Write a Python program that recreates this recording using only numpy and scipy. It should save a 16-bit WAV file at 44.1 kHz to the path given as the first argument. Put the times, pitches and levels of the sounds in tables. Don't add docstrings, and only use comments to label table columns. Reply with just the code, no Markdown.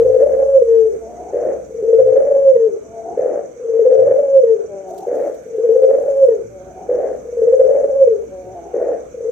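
import sys
import numpy as np
from scipy import signal
from scipy.fft import rfft, irfft
from scipy.io import wavfile
from scipy.ndimage import uniform_filter1d, minimum_filter1d

SR = 44100
rng = np.random.default_rng(int(sys.argv[2]) if len(sys.argv) > 2 else 0)


def invert_db(x):
    u = np.asarray(x, float) / 20
    return 10 ** u


def unload_audio(sound):
    columns = np.transpose(np.atleast_2d(sound))
    steps = np.round(np.clip(columns, -1, 1) * 32767)
    wavfile.write(sys.argv[1], SR, steps.astype(np.int16))


N = 410571


def evened(x):
    return x / np.sqrt(np.mean(x ** 2) + 1e-20)


def read(points, hz):
    f, value = np.transpose(points)
    return np.interp(np.log(hz + 1), np.log(f + 1), value)


def along(rows):
    s, *columns = np.transpose(rows)
    t = np.arange(round(s[0] * SR), min(round(s[-1] * SR), N)) / SR
    return t, *(np.interp(t, s, c) for c in columns)


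def add(mix, t, sound):
    mix[..., round(t[0] * SR):][..., :len(t)] += sound


def bandpass(x, band):
    return signal.sosfilt(signal.butter(3, band, "band", fs=SR, output="sos"), x)


def wander(hz, size):
    smoother = signal.butter(2, hz, fs=SR, output="sos")
    return evened(signal.sosfilt(smoother, rng.standard_normal(size)))


def coloured(x, points):
    hz = np.fft.rfftfreq(x.shape[-1], 1 / SR)
    return evened(irfft(rfft(x) * invert_db(read(points, hz)), x.shape[-1]))


def resonate(x, hz, width):
    turn = np.exp(2j * np.pi * np.cumsum(hz * np.ones(x.shape[-1])) / SR)
    r = np.exp(-np.pi * width / SR)
    return 2 * (turn * signal.lfilter([1 - r], [1, -r], x / turn)).real


# frequency_hz, density_db_per_hz
RASP_SPECTRUM = [(120, -67), (200, -37), (300, -19), (390, -11), (450, -5), (520, 0), (680, -10),
                 (800, -21), (955, -38), (1250, -39), (1780, -39), (2300, -49), (3000, -66), (5000, -100)]


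def rasp(size):
    flaps = np.cumsum(75 * (1 + .3 * wander(30, size))) / SR % 1
    return coloured(np.exp(-flaps / 0.88) * rng.standard_normal(size), RASP_SPECTRUM)


# multiple, level_db
OVERTONES = [(2, -38.5), (3, -62.5), (4, -47)]


def tone(hz, clean):
    phase = 2 * np.pi * np.cumsum(hz) / SR
    overtones = sum(invert_db(db) * np.sin(k * phase) for k, db in OVERTONES)
    return np.sin(phase + 0.28) + clean * overtones


# jump_s (to full tone), break_s, low_ending_hold_s, throb_spacing_s (at the jump), last_swell_s
LONG_COOS = [
    (.046, 0.6, 0.27, .066, .09),
    (1.986, 2.54, .125, .065, .125),
    (3.852, 4.418, .12, .068, .115),
    (5.749, 6.266, .06, .068, .075),
    (7.527, 8.055, .075, .064, .075),
    (9.428, 9.96, .1, 0.059, .1),
]
# from_break_s, top_db, pitch_hz, rasp_db (under the tone),
# low_voice_share (0-1), throb_depth_db, flutter_depth_db
ROLL = [
    (-.85, -28, 505, -20, .6, 14, 5),
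    (-.7, -11, 505, -25, .85, 12, 4),
    (-.6, -3.5, 505, -26, .9, 12, 4),
    (-.55, -3.5, 505, -26, 1, 14, 4),
    (-.54, -3.5, 512, -22, .17, 12, 8),
    (-.39, -6.5, 518, -17, .25, 4, 15),
    (-.3, -9.5, 536, -9, .1, 0, 15),
    (-.16, -11, 545, -17, .05, 0, 8),
    (-.078, -10.5, 548, -33, .01, 0, 2),
]
ENDING = [
    (-.045, -.8, 538, -42, 0, 0, 0),
    (-.018, -1.5, 530, -42, 0, 0, 0),
    (.002, -24, 495, -40, 0, 0, 0),
    (.024, -2, 475, -38, 0, 0, 0),
    (.04, -17, 466, -36, 0, 0, 3),
    (.058, -8, 458, -35, 0, 0, 4),
    (.11, -8.5, 443, -32, 0, 0, 2),
    (.14, -17, 405, -19, .25, 0, 10),
    (.25, -27, 400, -10, .6, 0, 9),
]
# time_s, peak_db
PUSHES = [(.103, -4), (.152, -4), (.203, -5), (.229, 1), (.35, -8), (.399, -6), (.429, -3.5), (1.999, 1),
          (2.078, -5), (2.133, -4.5), (2.172, 1), (2.276, -7), (2.317, -5.5), (2.365, -4.5), (3.868, 1.5),
          (3.916, -2), (4.001, -3), (4.075, -6), (4.114, -5.5), (4.196, -6), (5.763, -3), (5.844, 1.5),
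          (5.898, -4), (5.95, -6), (7.535, -2), (7.608, 1.5), (7.651, -5.5), (7.714, -7), (7.754, -7),
          (7.843, -6)]
# multiple, level_db
HALF_LINES = [(.5, -36), (1.5, -32), (2, -45), (3, -50)]


def long_coo(jump, at, held, spacing, swell):
    first_throb_s, growth, rise = -.305, 1.1, .08
    jump_s, swell_s, bounce_s, held_s = -.54, -.1, .04, .11
    begin = max(jump + first_throb_s, 0)
    end = at + held + ENDING[-1][0] - held_s
    t = np.arange(round(begin * SR), min(round(end * SR), N)) / SR
    since = np.interp(t, [jump - 1, jump, at - swell, at, at + bounce_s, at + held, at + held + 1],
                      [jump_s - 1, jump_s, swell_s, 0, bounce_s, held_s, held_s + 1])
    u, *tune = np.transpose(ROLL + ENDING)
    top_db, hz, rasp_db, low, throb_db, flutter_db = (np.interp(since, u, c) for c in tune)

    beat = np.log1p((t - jump) * (growth - 1) / spacing) / np.log(growth) % 1
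    falling = ((beat - rise) / (1 - rise)) ** 2 * (beat > rise)
    sag = np.maximum(1 - beat / rise, falling)
    flaps = np.cumsum(40 * np.exp(.35 * wander(15, len(t)))) / SR
    flutter = 1 - np.abs(np.cos(np.pi * flaps)) ** 0.6 + .2 * wander(25, len(t))
    level_db = top_db - throb_db * sag - flutter_db * flutter
    for s, db in PUSHES:
        level_db = np.maximum(level_db, db - 6 * ((t - s) / .011) ** 2)
    level_db = uniform_filter1d(uniform_filter1d(level_db, size=90), size=90)

    push_db = level_db - uniform_filter1d(level_db, size=2000)
    shaky = hz + invert_db(rasp_db) * (90 * wander(27, len(t)) + 12 * push_db)
    clean = np.clip((520 - hz) / 60, .12, 1) * np.clip(-rasp_db / 30, 0, 1)
    clean *= invert_db(4 * wander(8, len(t)) - 3)
    second = tone(458.3 + 16 * wander(20, len(t)), 0.64)
    low = np.clip(low, 0, 1)
    high_share, low_share = np.sqrt(1 - low), np.sqrt(low)
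    voice = high_share * tone(shaky, clean) + low_share * second
    voice /= (high_share + low_share) ** 0.53
    phase = 2 * np.pi * np.cumsum(shaky) / SR
    half_lines = sum(invert_db(db) * np.sin(k * phase) for k, db in HALF_LINES)
    voice += np.exp(-((since + .14) / .07) ** 2) * half_lines

    breath_db = level_db - .4 * push_db + rasp_db
    sound = invert_db(level_db) * voice + invert_db(breath_db) * rasp(len(t))
    fade_in = np.clip((t - jump - first_throb_s) / .01, 0, 1)
    return t, sound * np.minimum((t[-1] - t) / 0.028, 1) * fade_in


# frequency_hz, t60_s
ROOM = [(200, 0.55), (500, 0.4), (2000, 0.21), (8000, 0.067)]


def room(x):
    taps = np.zeros((2, SR // 2))
    at = np.arange(200, SR // 2 - 20, 20) + rng.integers(0, 20, (2, (SR // 2 - 201) // 20))
    np.put_along_axis(taps, at, rng.choice([-1., 1.], at.shape), 1)
    hz, t, z = signal.stft(taps, SR, nperseg=256)
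    decay = invert_db(-60 * t / read(ROOM, hz)[:, None])
    tail = signal.istft(z * decay, SR, nperseg=256)[1]
    return signal.fftconvolve(x[None], tail / np.linalg.norm(tail[0]), axes=1)[:, :N]


# frequency_hz, density_db_per_hz
FLOOR = [(15, -62.5), (45, -38.5), (90, -10), (350, -5.5), (520, -3.5), (700, -17.5), (900, -21.5),
         (1520, -23), (1890, -32.5), (2280, -25.5), (2600, -36.5), (5200, -46), (9400, -48.5), (13000, -47),
         (15300, -49.5)]
# frequency_hz, coherence
SAME = [(60, 0.92), (300, 1), (900, 0.043), (15000, .02)]
# frequency_hz, left_minus_right_db
LEAN = [(40, -18), (150, -6), (500, 7), (1500, -11), (6000, -11.5), (13000, 1.5)]


def floor():
    frames, hz = N // 256 + 5, np.fft.rfftfreq(1024, 1 / SR)
    a, b, c, d, patches = rng.standard_normal((frames, 513, 5)).T
    patches = evened(uniform_filter1d(uniform_filter1d(patches, 8, 0), 14, 1))
    same = np.clip(read(SAME, hz), -1, 1)[:, None]
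    lean = read(LEAN, hz)[:, None] / 2
    left = a + 1j * b
    right = same * left + np.sqrt(1 - same ** 2) * (c + 1j * d)
    z = np.array([left * invert_db(lean), right * invert_db(-lean)])
    z *= invert_db(read(FLOOR, hz)[:, None] + 2.2 * patches)
    return invert_db(-43.5) * evened(signal.istft(z, nperseg=1024, noverlap=768)[1][:, :N])


# time_s, level_db
HUM = [(0.0, -40), (1.06, -48), (2.2, -49), (2.8, -57.5), (5.4, -61), (5.94, -52.5), (7.62, -47.5),
       (9.31, -52)]
# start_s, length_s, level_db, pitch_hz
DRONES = [
    (.0, 0.17, -36.5, 119),
    (1.963, 0.19, -38.5, 119),
    (3.95, 0.21, -38, 119),
    (6.422, 0.15, -45, 115),
    (7.914, 0.37, -57, 118),
    (8.427, 0.14, -45, 114),
]


def engine():
    t, level_db = along(HUM)
    out = np.zeros(N)
    hum_db = level_db + 1.1 * wander(16, len(t))
    hum_hz = 65 + 1.4 * wander(3.4, len(t))
    add(out, t, invert_db(hum_db) * np.sin(2 * np.pi * np.cumsum(hum_hz) / SR))
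    rumble = coloured(rng.standard_normal(len(t)), [(25, -24), (58, 0.5), (95, -1.5), (130, -32.5)])
    add(out, t, invert_db(level_db - 14) * rumble)
    for s, length, db, hz in DRONES:
        t = np.arange(round(s * SR), round((s + length) * SR)) / SR
        add(out, t, invert_db(db) * np.sin(2 * np.pi * hz * t) * signal.windows.tukey(len(t), .4))
    return out * invert_db(np.array([[-2.2], [2.2]]))


# time_s, level_db
INSECTS = [(0, -56.5), (2.4, -57), (6.2, -57), (6.6, -59), (7.7, -55.5), (8.4, -59.5), (9.31, -56.5)]
# from_hz, to_hz
CHOIRS = [(5750, 6850), (7450, 8300)]
# from_s, to_s, pitch_hz, level_db
TRILLS = [
    (.36, 1.03, 8296, -72),
    (.12, 1.03, 11057, -79),
    (0, 9.31, 6390, -73),
    (0, 2.5, 7547, -80),
    (6.7, 9.31, 7775, -80),
]


def insects():
    t, low_db = along(INSECTS)
    high_db = -66.5 + 1.8 * (low_db - low_db.mean())
    low, high = (evened(bandpass(rng.standard_normal((2, len(t))), band)) for band in CHOIRS)
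    beat = 2 * np.pi * 8.3 * t + 1.7
    throb_db = 1.8 * np.cos(beat) + 1.2 * np.cos(2 * beat) + 1.1 * np.cos(4 * beat)
    choir = invert_db(low_db + throb_db) * low + invert_db(high_db) * high
    for start, end, hz, db in TRILLS:
        trill = evened(resonate(rng.standard_normal(low.shape), hz, 10))
        choir += invert_db(db) * trill * ((t > start) & (t < end))
    out = np.zeros((2, N))
    add(out, t, choir * invert_db(np.array([[-1.4], [1.4]])))
    return out


# start_s, opening_db, top_db, first_pulse_hz, last_pulse_hz
GASPS = [
    (1.0, -20.5, -28.5, 222.8, 238),
    (2.8, -39, -26.5, 209.9, 238),
    (4.66, -32, -25, 208.1, 175.9),
    (6.48, -37, -29, 194.2, 180.3),
    (8.28, -34, -30, 189.2, 173),
]


def gasp(start, open_db, top_db, first_hz, last_hz, end):
    t = np.arange(round(start * SR), round(end * SR)) / SR
    done = (t - start) / (end - start)
    effort_db = np.interp(done, [0, .6, 1], [open_db, top_db, top_db - 3]) + 2.2 * wander(9, len(t))
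    hz = first_hz + (last_hz - first_hz) * done + 4.0 * wander(5, len(t))
    throat_hz = 456 + (709 - 456) * done
    rough = 0.056 + (0.61 - 0.056) * done ** 2 + .004 * max(first_hz - 200, 0)
    turns = np.cumsum(hz * (1 + 0.0094 * wander(25.0, len(t)))) / SR
    pulses = sum(np.cos(2 * np.pi * k * turns) for k in range(1, 6))
    drive = (1 - rough) * evened(pulses) + rough * 7.6 * rng.standard_normal(len(t))
    rising = resonate(resonate(drive, 1.066 * throat_hz, 160), 1.074 * throat_hz, 140)
    fixed = resonate(resonate(drive, 410, 200), 410, 200)
    throat = bandpass(rising + 0.51 * fixed, [300, 800])
    throat += 0.029 * np.cos(2 * np.pi * turns)
    fade = np.minimum((t - t[0]) / .05, 1) * signal.windows.tukey(len(t), .05)
    return t, invert_db(effort_db - 2.5) * evened(throat) * fade


# start_s, hold_s, effort_db
COOS = [
    (1.322, .2, -16),
    (3.163, 0.2, -16),
    (5.062, .21, -16.5),
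    (6.882, .22, -16.5),
    (8.73, .2, -16),
]


def coo(start, hold, effort_db):
    attack_s, sag_db, fall_db_per_s, fall_s = .014, -3, 150, .2
    t = np.arange(round(start * SR), round((start + hold + fall_s) * SR)) / SR
    done = np.clip((t - start) / hold, 0, 1)
    hz = 485 + (528.7 - 485) * done
    rough = np.clip(.45 + (1.05 - .45) * done, 0, 1)
    level_db = effort_db + sag_db * done - fall_db_per_s * np.maximum(t - start - hold, 0)
    flutter = 1 + .8 * np.cos(2 * np.pi * np.cumsum(80 + 30 * wander(20, len(t))) / SR)
    fluttering = tone(hz * (1 + .03 * wander(34.0, len(t))), 0.22) * flutter
    voice = np.sqrt(1 - rough ** 2) * evened(fluttering) + rough * rasp(len(t))
    fade = np.minimum((t - t[0]) / attack_s, 1) * signal.windows.tukey(len(t), .02)
    return t, invert_db(level_db) * voice * fade


# start_s, hold_s, level_db
RUSTLE = [
    (4.861, .1, -65.5),
    (4.976, .015, -59),
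    (5.116, .16, -62.5),
    (5.301, .3, -71),
    (5.604, 0.68, -66.5),
]
# frequency_hz, density_db_per_hz
RUSTLE_COLOUR = [(1500, -30), (3000, -5), (5000, -5), (7500, 0), (10000, -6), (12800, -7), (13400, 2),
                 (14200, -5), (15300, -14)]


def rustle():
    t = np.arange(N) / SR
    grains = rng.standard_normal((2, N)) * invert_db(3.5 * wander(60, N))
    level = np.zeros(N)
    for s, hold, db in RUSTLE:
        attack = np.clip((t - s) / (.2 * hold), 0, 1)
        level += attack * invert_db(db - 150 * np.maximum(t - s - hold, 0))
    return invert_db(5.5) * level * coloured(grains, RUSTLE_COLOUR)


# frequency_hz, width_hz, level_db
ROOM_MODES = [(446.2, 8, -14), (512.4, 42, -15), (528.8, 24, -11)]


def scene():
    dove = np.zeros(N)
    for row in LONG_COOS:
        add(dove, *long_coo(*row))
    for short, intake in zip(COOS, GASPS):
        add(dove, *gasp(*intake, end=short[0]))
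        add(dove, *coo(*short))
    dove += sum(invert_db(db) * resonate(dove, hz, width) for hz, width, db in ROOM_MODES)
    front, walls = room(dove)
    direct = dove * invert_db(np.array([[-.3], [-2.1]]))
    near = direct + invert_db(-20) * front + invert_db(-15) * walls * np.array([[1], [-1]])
    return near + floor() + engine() + insects() + rustle()


def low_pass(x):
    return signal.sosfilt(signal.butter(12, 15480, fs=SR, output="sos"), x)


def record(dry):
    lag_s = .0018
    reach = uniform_filter1d(-minimum_filter1d(-abs(dry).max(0), size=441), size=441)
    held = dry / np.maximum(np.roll(reach, round(lag_s * SR)) / 1.02, 1)
    mix = np.clip(held, -1, 1)
    return low_pass(mix)


dry = scene()
out = record(dry)
unload_audio(out)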